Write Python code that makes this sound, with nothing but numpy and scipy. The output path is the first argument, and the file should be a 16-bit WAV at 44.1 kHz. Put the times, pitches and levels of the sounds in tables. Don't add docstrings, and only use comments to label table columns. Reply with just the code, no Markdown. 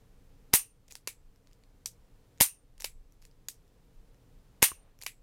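import sys
import numpy as np
from scipy import signal
from scipy.fft import rfft, irfft
from scipy.io import wavfile

SR = 44100
rng = np.random.default_rng(int(sys.argv[2]) if len(sys.argv) > 2 else 0)


def to_wav(s):
    ch = np.atleast_2d(s).T
    pcm = np.round(np.clip(ch, -1, 1) * 32767)
    wavfile.write(sys.argv[1], SR, pcm.astype(np.int16))


def boost_factor(decibels):
    exponent = np.asarray(decibels, float) / 20
    return 10 ** exponent


N = 230571
HISS_TOP_HZ = 15900

# (time [s], part pitch [Hz], strength [dB], extra low ringing [dB], first touch earlier by [s])
BLOW = [
    (0.538, 5212, 1.5, -1.5, .0037),
    (2.4097, 4532, 2, -3, .0052),
    (4.6274, 6670, 2, 2, .0045),
]


def colour(x, hz, db):
    f = np.maximum(np.fft.rfftfreq(len(x), 1 / SR), 1)
    gain_db = np.interp(np.log(f), np.log(hz), db)
    return irfft(rfft(x) * boost_factor(gain_db), len(x))


def level(x, db):
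    return x * boost_factor(db) / np.sqrt(np.mean(x ** 2))


def resonance(hz, width, size):
    b, a = signal.iirpeak(hz, hz / width, SR)
    once = signal.lfilter(b, a, rng.standard_normal(size))
    return signal.lfilter(b, a, once)


def hum():
    # (pitch [Hz], density [dB per Hz])
    air_curve = [(12, -35.5), (20, 8.5), (79, -11.5), (124, -8.5), (230, -19.5), (372, -23), (465, -21.5),
                 (616, -27), (750, -27.5), (1600, -34.5), (13900, -45), (15200, -43), (16500, -61)]
    # (pitch [Hz], width [Hz], level [dB])
    fan_peaks = [(112, 22, -73), (185, 16, -81.5), (273, 42, -76.5), (464.5, 98, -76.5)]
    # (time [s], half length [s], rise above the bed [dB])
    swells = [(.1, 0.074, 14), (.4, .1, 8.7), (1.29, 0.058, 19), (2.08, 0.094, 14), (2.68, 0.1, 11.6),
              (2.98, 0.22, 22), (3.4, 0.2, 5.9), (3.98, 0.073, 16.7), (4.4, .1, 9.5), (4.8, 0.082, 9)]
    rumble_db, duck_db, recover_db_per_s = -73, 5, 2.6
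    t = np.arange(N) / SR
    air = level(colour(rng.standard_normal(N), *np.transpose(air_curve)), -58)
    out = colour(air, [HISS_TOP_HZ, 1.02 * HISS_TOP_HZ], [0, -40])
    for hz, width, db in fan_peaks:
        out += level(resonance(hz, width, N), db)

    gain_db = 0
    for s, *_ in BLOW:
        gain_db = gain_db - (t > s) * np.maximum(duck_db - recover_db_per_s * (t - s), 0)

    for s, half_s, db in swells:
        rumble_db = rumble_db + db * np.exp(-((t - s) / half_s) ** 2)
    rumble = level(colour(rng.standard_normal(N), [10, 22, 45, 80, 300], [-23.5, 5, -8, -29.5, -120]), 0)
    return out * boost_factor(gain_db) + rumble * boost_factor(rumble_db)


def add(track, s, y):
    i = int(s * SR)
    track[i:i + len(y)] += y[:N - i]


def ring(modes, contact_s, size=1024):
    t = np.arange(size) / SR
    hz, t60, db = np.transpose(modes)[:, :, None]
    decay = np.exp(-np.log(1000) * t / t60)
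    free = np.sum(boost_factor(db) * decay * np.sin(2 * np.pi * hz * t), axis=0)
    contact = rng.standard_normal(size) * t * np.exp(-t / contact_s)
    y = signal.fftconvolve(free, contact)[:size]
    return y / np.abs(y).max()


def push(width_s, size=1024):
    u = np.arange(size) / SR / width_s
    return u * np.exp(1 - u) - 0.04 * (u / 8) * np.exp(1 - u / 8)


def touch(s, hz, colour_db, db):
    return (s, hz, *np.add(colour_db, db))


def contacts(table, contact_s, part_t60, grip_db=0):
    # (pitch [Hz], fall by 60 dB [s], level [dB])
    grip = [(514, 0.0081, -2), (900, 0.0069, 0.5)]
    lows = [(2050, 0.0031, -8.5), (2250, 0.0039, -1), (2730, 0.0027, 3.5)]
    mids = [(4800, 0.0023, -4.5), (5830, 0.0025, 2.5), (6840, 0.0053, -3.5)]
    highs = [(9120, 0.0042, 5.5), (10420, 0.0084, 0), (11400, 0.0064, 7), (12400, 0.006, -3.5),
             (13800, .004, -12.5)]
    out = np.zeros((3, N))
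    widths_hz = [1000, 2100, 5000, 7500]
    impulse = np.eye(1, 512, 128)[0]
    for i, (s, hz, *dbs) in enumerate(table):
        spread_db = []
        for k, modes in enumerate((grip, lows, mids + [(hz, part_t60, 0)], highs)):
            b, a = signal.butter(3, 0.8 * modes[0][0], "high", fs=SR)
            y = signal.lfilter(b, a, ring(modes, contact_s))
            y = y * boost_factor(dbs[k] + (grip_db if k == 0 else 1)) / np.abs(y).max()
            add(out[0], s - contact_s, y)
            spread_db.append(10 * np.log10(np.sum(y ** 2) * SR / 2 / widths_hz[k]))
        curve_db = [spread_db[0] - 17, spread_db[0], min(spread_db[:2]), *spread_db[1:], spread_db[3] - 11.5]
        bare = colour(impulse, [200, 800, 1400, 2400, hz, 11500, 16500], curve_db)
        add(out[1 + i % 2], s - 128 / SR, bare)
    return out


def afterring(track, rows, modes, mode_dbs):
    t = np.arange(SR // 2) / SR
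    swell = 1 - np.exp(-(t / 0.003) ** 2)
    for s, hz, *dbs in rows:
        for (centre, width, t60), db in zip(modes, mode_dbs):
            band_db = dbs[np.searchsorted([1400, 3500, 8500], centre)]
            noise = level(resonance(centre, width, len(t)), band_db + db)
            add(track, s, swell * np.exp(-np.log(1000) * t / t60) * noise)


def hammer():
    # (knock [dB], lows [dB], part [dB], highs [dB])
    slip_db = (-40.5, -45.5, -51.5, -57)
    touch_db = (-29, -21, -20.5, -21)
    blow_db = (-14, -14.5, -9.5, -7.5)
    # (pitch [Hz], width [Hz], fall by 60 dB [s])
    barrel = [(2730, 550, 0.22), (6050, 1200, 0.2), (8940, 130, 0.23), (9220, 660, 0.19),
              (12060, 1100, 0.13)]
    barrel_db = [-25, -25.5, -23.5, -18.5, -16]
    falls = []
    for s, hz, db, lows_db, lead_s in BLOW:
        falls.append(touch(s - 0.0082, 5200, slip_db, db))
        falls.append(touch(s - lead_s, 5300, touch_db, db))
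        falls.append(touch(s, hz, blow_db, db + np.array([0, lows_db, 0, 0])))
    blows = falls[2::3]
    out = contacts(falls, contact_s=0.0007, part_t60=0.005, grip_db=-5)
    for s, hz, knock_db, *_ in blows:
        add(out[0], s, boost_factor(knock_db - 1.5) * push(0.0003))
    afterring(out[0], blows, barrel, barrel_db)
    return out


def slaps(x):
    # (delay [s], level [dB])
    surfaces = [
        (.0075, -14),
        (0.013, -15),
    ]
    out = sum(boost_factor(db) * np.roll(x, int(s * SR)) for s, db in surfaces)
    return colour(out, [150, 1000, 2500], [-14, -8, 0])


def walls(x):
    # (middle of the band [Hz], fall by 60 dB [s])
    bands = [(250, .09), (500, 0.058), (1000, 0.13), (2000, 0.13), (4000, 0.12), (8000, .125),
             (14000, 0.11)]
    band_dbs = [-40, -42, -43, -39.5, -40.5, -36, -28]
    gap_s, rise_s = 0.0035, 0.0025
    late_db, late_stretch = -13, 1.6
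    t = np.arange(SR // 2) / SR
    uneven_db = 2.5 * rng.standard_normal(len(t) // 32 + 1).repeat(32)[:len(t)]
    echoes = rng.standard_normal(len(t)) * boost_factor(uneven_db)
    echoes = colour(echoes, [HISS_TOP_HZ, 1.02 * HISS_TOP_HZ], [0, -30])
    build = 1 - np.exp(-np.maximum(t - gap_s, 0) / rise_s)
    tail = 0
    for (hz, t60), db in zip(bands, band_dbs):
        octave = colour(echoes, [hz / 4, hz / 2, hz, hz * 2, hz * 4], [-40, -14, 0, -14, -40])
        decay = boost_factor(-60 * t / t60) + boost_factor(late_db - 60 * t / t60 / late_stretch)
        tail = tail + boost_factor(db) * octave * decay
    return signal.fftconvolve(x, tail * build)[:N]


def ticks():
    # (time [s], length [s], strength [dB])
    rides = [
        (0.902, 0.021, -4),
        (2.7987, 0.008, -1),
        (5.01, .0136, -1),
    ]
    # (share of the length, part pitch [Hz], colour of knock, lows, part, highs [dB])
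    ride_steps = [
        (0, 5400, (-65, -54, -53, -61)),
        (.365, 6060, (-56, -42, -39.5, -41.5)),
        (0.639, 5300, (-58, -51, -42, -46)),
        (1, 6440, (-49, -52, -31.5, -43.5)),
    ]
    # (time [s], part
    # pitch [Hz], peak [dB], sharpness of the edge [dB], body [dB])
    clicks = [(0.8812, 5280, -56, 0.5, -6), (0.8848, 5270, -54.5, 2.5, -4), (0.9537, 5270, -39, 7, 1.5),
              (0.9548, 4840, -43.5, -5, -2.5), (1.3601, 5550, -65, 7, 2), (1.4722, 4290, -59, 3, 3),
              (1.5132, 5200, -70, -3, 9), (1.5255, 5060, -71, -3, 9), (1.5316, 5000, -56, -0.5, -3),
              (1.6372, 4750, -60, -9, 0), (2.3764, 4410, -60.5, -2.5, 2), (2.3832, 6650, -61, 0.5, 1.5),
              (2.7798, 5700, -55.5, 5, 0), (2.8213, 6170, -38.5, 7.5, 0), (3.1228, 4580, -60, 10, -7),
              (3.219, 6680, -58.5, 3, -3.5), (3.2241, 5250, -55.5, 7, 2.5), (3.2517, 6590, -57.5, 10, 6),
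              (3.2526, 4890, -51, 5.5, -3), (3.3128, 5060, -62.5, -6, -1), (3.679, 7400, -69.5, 7, 1),
              (4.145, 5900, -67, 1, 6.5), (4.9894, 5510, -56, 7.5, -3.5), (5.0356, 6350, -40, 11.5, -0.5)]
    # (knock [dB], lows [dB], part [dB], highs [dB])
    slip_db = (-9.5, -1.5, 5.5, -6.5)
    rows = []
    for s, length_s, db in rides:
        for share, hz, colour_db in ride_steps:
            rows.append(touch(s + share * length_s, hz, colour_db, db))
    for s, hz, db, edge_db, body_db in clicks:
        rows.append(touch(s, hz, slip_db, db + np.array([body_db, body_db, 0, edge_db])))
    return rows


def rubbing(track):
    # (start [s], end [s], pitch [Hz], level [dB])
    rubs = [
        (.903, 0.922, 4380, -54),
        (1.46, 1.542, 3460, -82),
        (2.795, 2.827, 4535, -57.5),
        (3.21, 3.267, 4000, -71),
        (4.68, 4.987, 780, -71.5),
        (5.008, 5.042, 4800, -56.5),
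    ]
    for start, end, hz, db in rubs:
        size = int((end - start) * SR)
        grain_db = 2 * rng.standard_normal(size // 40 + 1).repeat(40)[:size]
        grains = rng.standard_normal(size) * boost_factor(grain_db)
        rub = colour(grains, [hz / 5, hz / 2, hz, 5.7 * hz, 6 * hz], [-41, 5.5, 2, -14, -28])
        add(track, start, level(rub, db) * np.hanning(size) ** 0.5)


def latches(table, kind):
    strike_db, bounce_db, bounce_s, bounce_hz = kind
    rows = []
    for s, hz, db, lows_db in table:
        strength_db = db + np.array([0, lows_db, 0, 0])
        rows.append(touch(s, hz, strike_db, strength_db))
        rows.append(touch(s + bounce_s, bounce_hz, bounce_db, strength_db))
    return rows


def grip_knock(track):
    # (time [s], peak [dB])
    knocks = [
        (4.7172, -34),
    ]
    # (pitch [Hz], fall by 60 dB [s], level [dB])
    tones = [(72.6, 0.14, 0.5), (300, 0.024, 2.5), (633, 0.023, -4), (1080, 0.018, 14)]
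    for s, db in knocks:
        add(track, s, -boost_factor(db) * push(0.00025))
        add(track, s, boost_factor(db + 0.5) * ring(tones, 0.0002, size=4096))


def lockwork():
    # (time [s], part pitch [Hz], strength [dB], extra low ringing [dB])
    trigger_resets = [
        (1.0738, 6700, 0.5, -1),
        (2.8438, 5100, 1, -2),
        (5.0639, 4933, -1, 3),
    ]
    cylinder_locks = [
        (1.8589, 6020, 0.11, .5),
        (3.4856, 6530, -1.25, -1.5),
    ]
    # (strike colour [dB], bounce colour [dB], bounce after [s], bounce pitch [Hz])
    reset_kind = (-37, -28.5, -24, -30), (-46.5, -28.5, -25.5, -26.5), 0.0027, 4600
    lock_kind = (-46, -37.5, -20.5, -30.5), (-67, -40.5, -32.5, -33.5), 0.0027, 4960
    # (pitch [Hz], width [Hz], fall by 60 dB [s])
    guard = [(2330, 690, 0.13), (7740, 940, 0.25), (10000, 150, 0.14)]
    cylinder = [(5560, 560, 0.19), (7600, 900, .14), (12300, 1500, 0.13)]
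    guard_db = [-17, -31, -21]
    cylinder_db = [-26, -29, -18]
    resets = latches(trigger_resets, reset_kind)
    locks = latches(cylinder_locks, lock_kind)
    out = contacts(ticks(), contact_s=0.0003, part_t60=0.0035)
    out += contacts(resets + locks, contact_s=0.0005, part_t60=0.006, grip_db=2)
    rubbing(out[0])
    afterring(out[0], resets[1::2], guard, guard_db)
    afterring(out[0], locks[1::2], cylinder, cylinder_db)
    grip_knock(out[0])
    return out


def scene():
    snap, small = hammer(), lockwork()
    spread = boost_factor(8) * snap + small
    mid = hum() + snap[0] + small[0]
    mid += slaps(snap[0] + 0.5 * small[0])
    mid += walls(spread[1] + 0.14 * small[0]) + walls(spread[2])
    side = boost_factor(-43.5) * colour(np.roll(mid, 23), [60, 700, 3000, 12000], [-3, 7, 3, 0])
    port_hiss = colour(rng.standard_normal(N), [100, 1000, 14000, 16000], [6, 0.5, -2, -30.5])
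    side += level(port_hiss, -91.5)
    return np.array([mid + side, mid - side])


def band_limit(x):
    return signal.sosfilt(signal.butter(12, 16950, fs=SR, output="sos"), x)


def record(dry):
    rounded = np.tanh(0.6 * dry) / 0.6
    top_cut = signal.ellip(10, 0.5, 80, 16800, fs=SR, output="sos")
    mix = signal.sosfilt(top_cut, rounded)
    return band_limit(mix)


dry = scene()
out = record(dry)
to_wav(out)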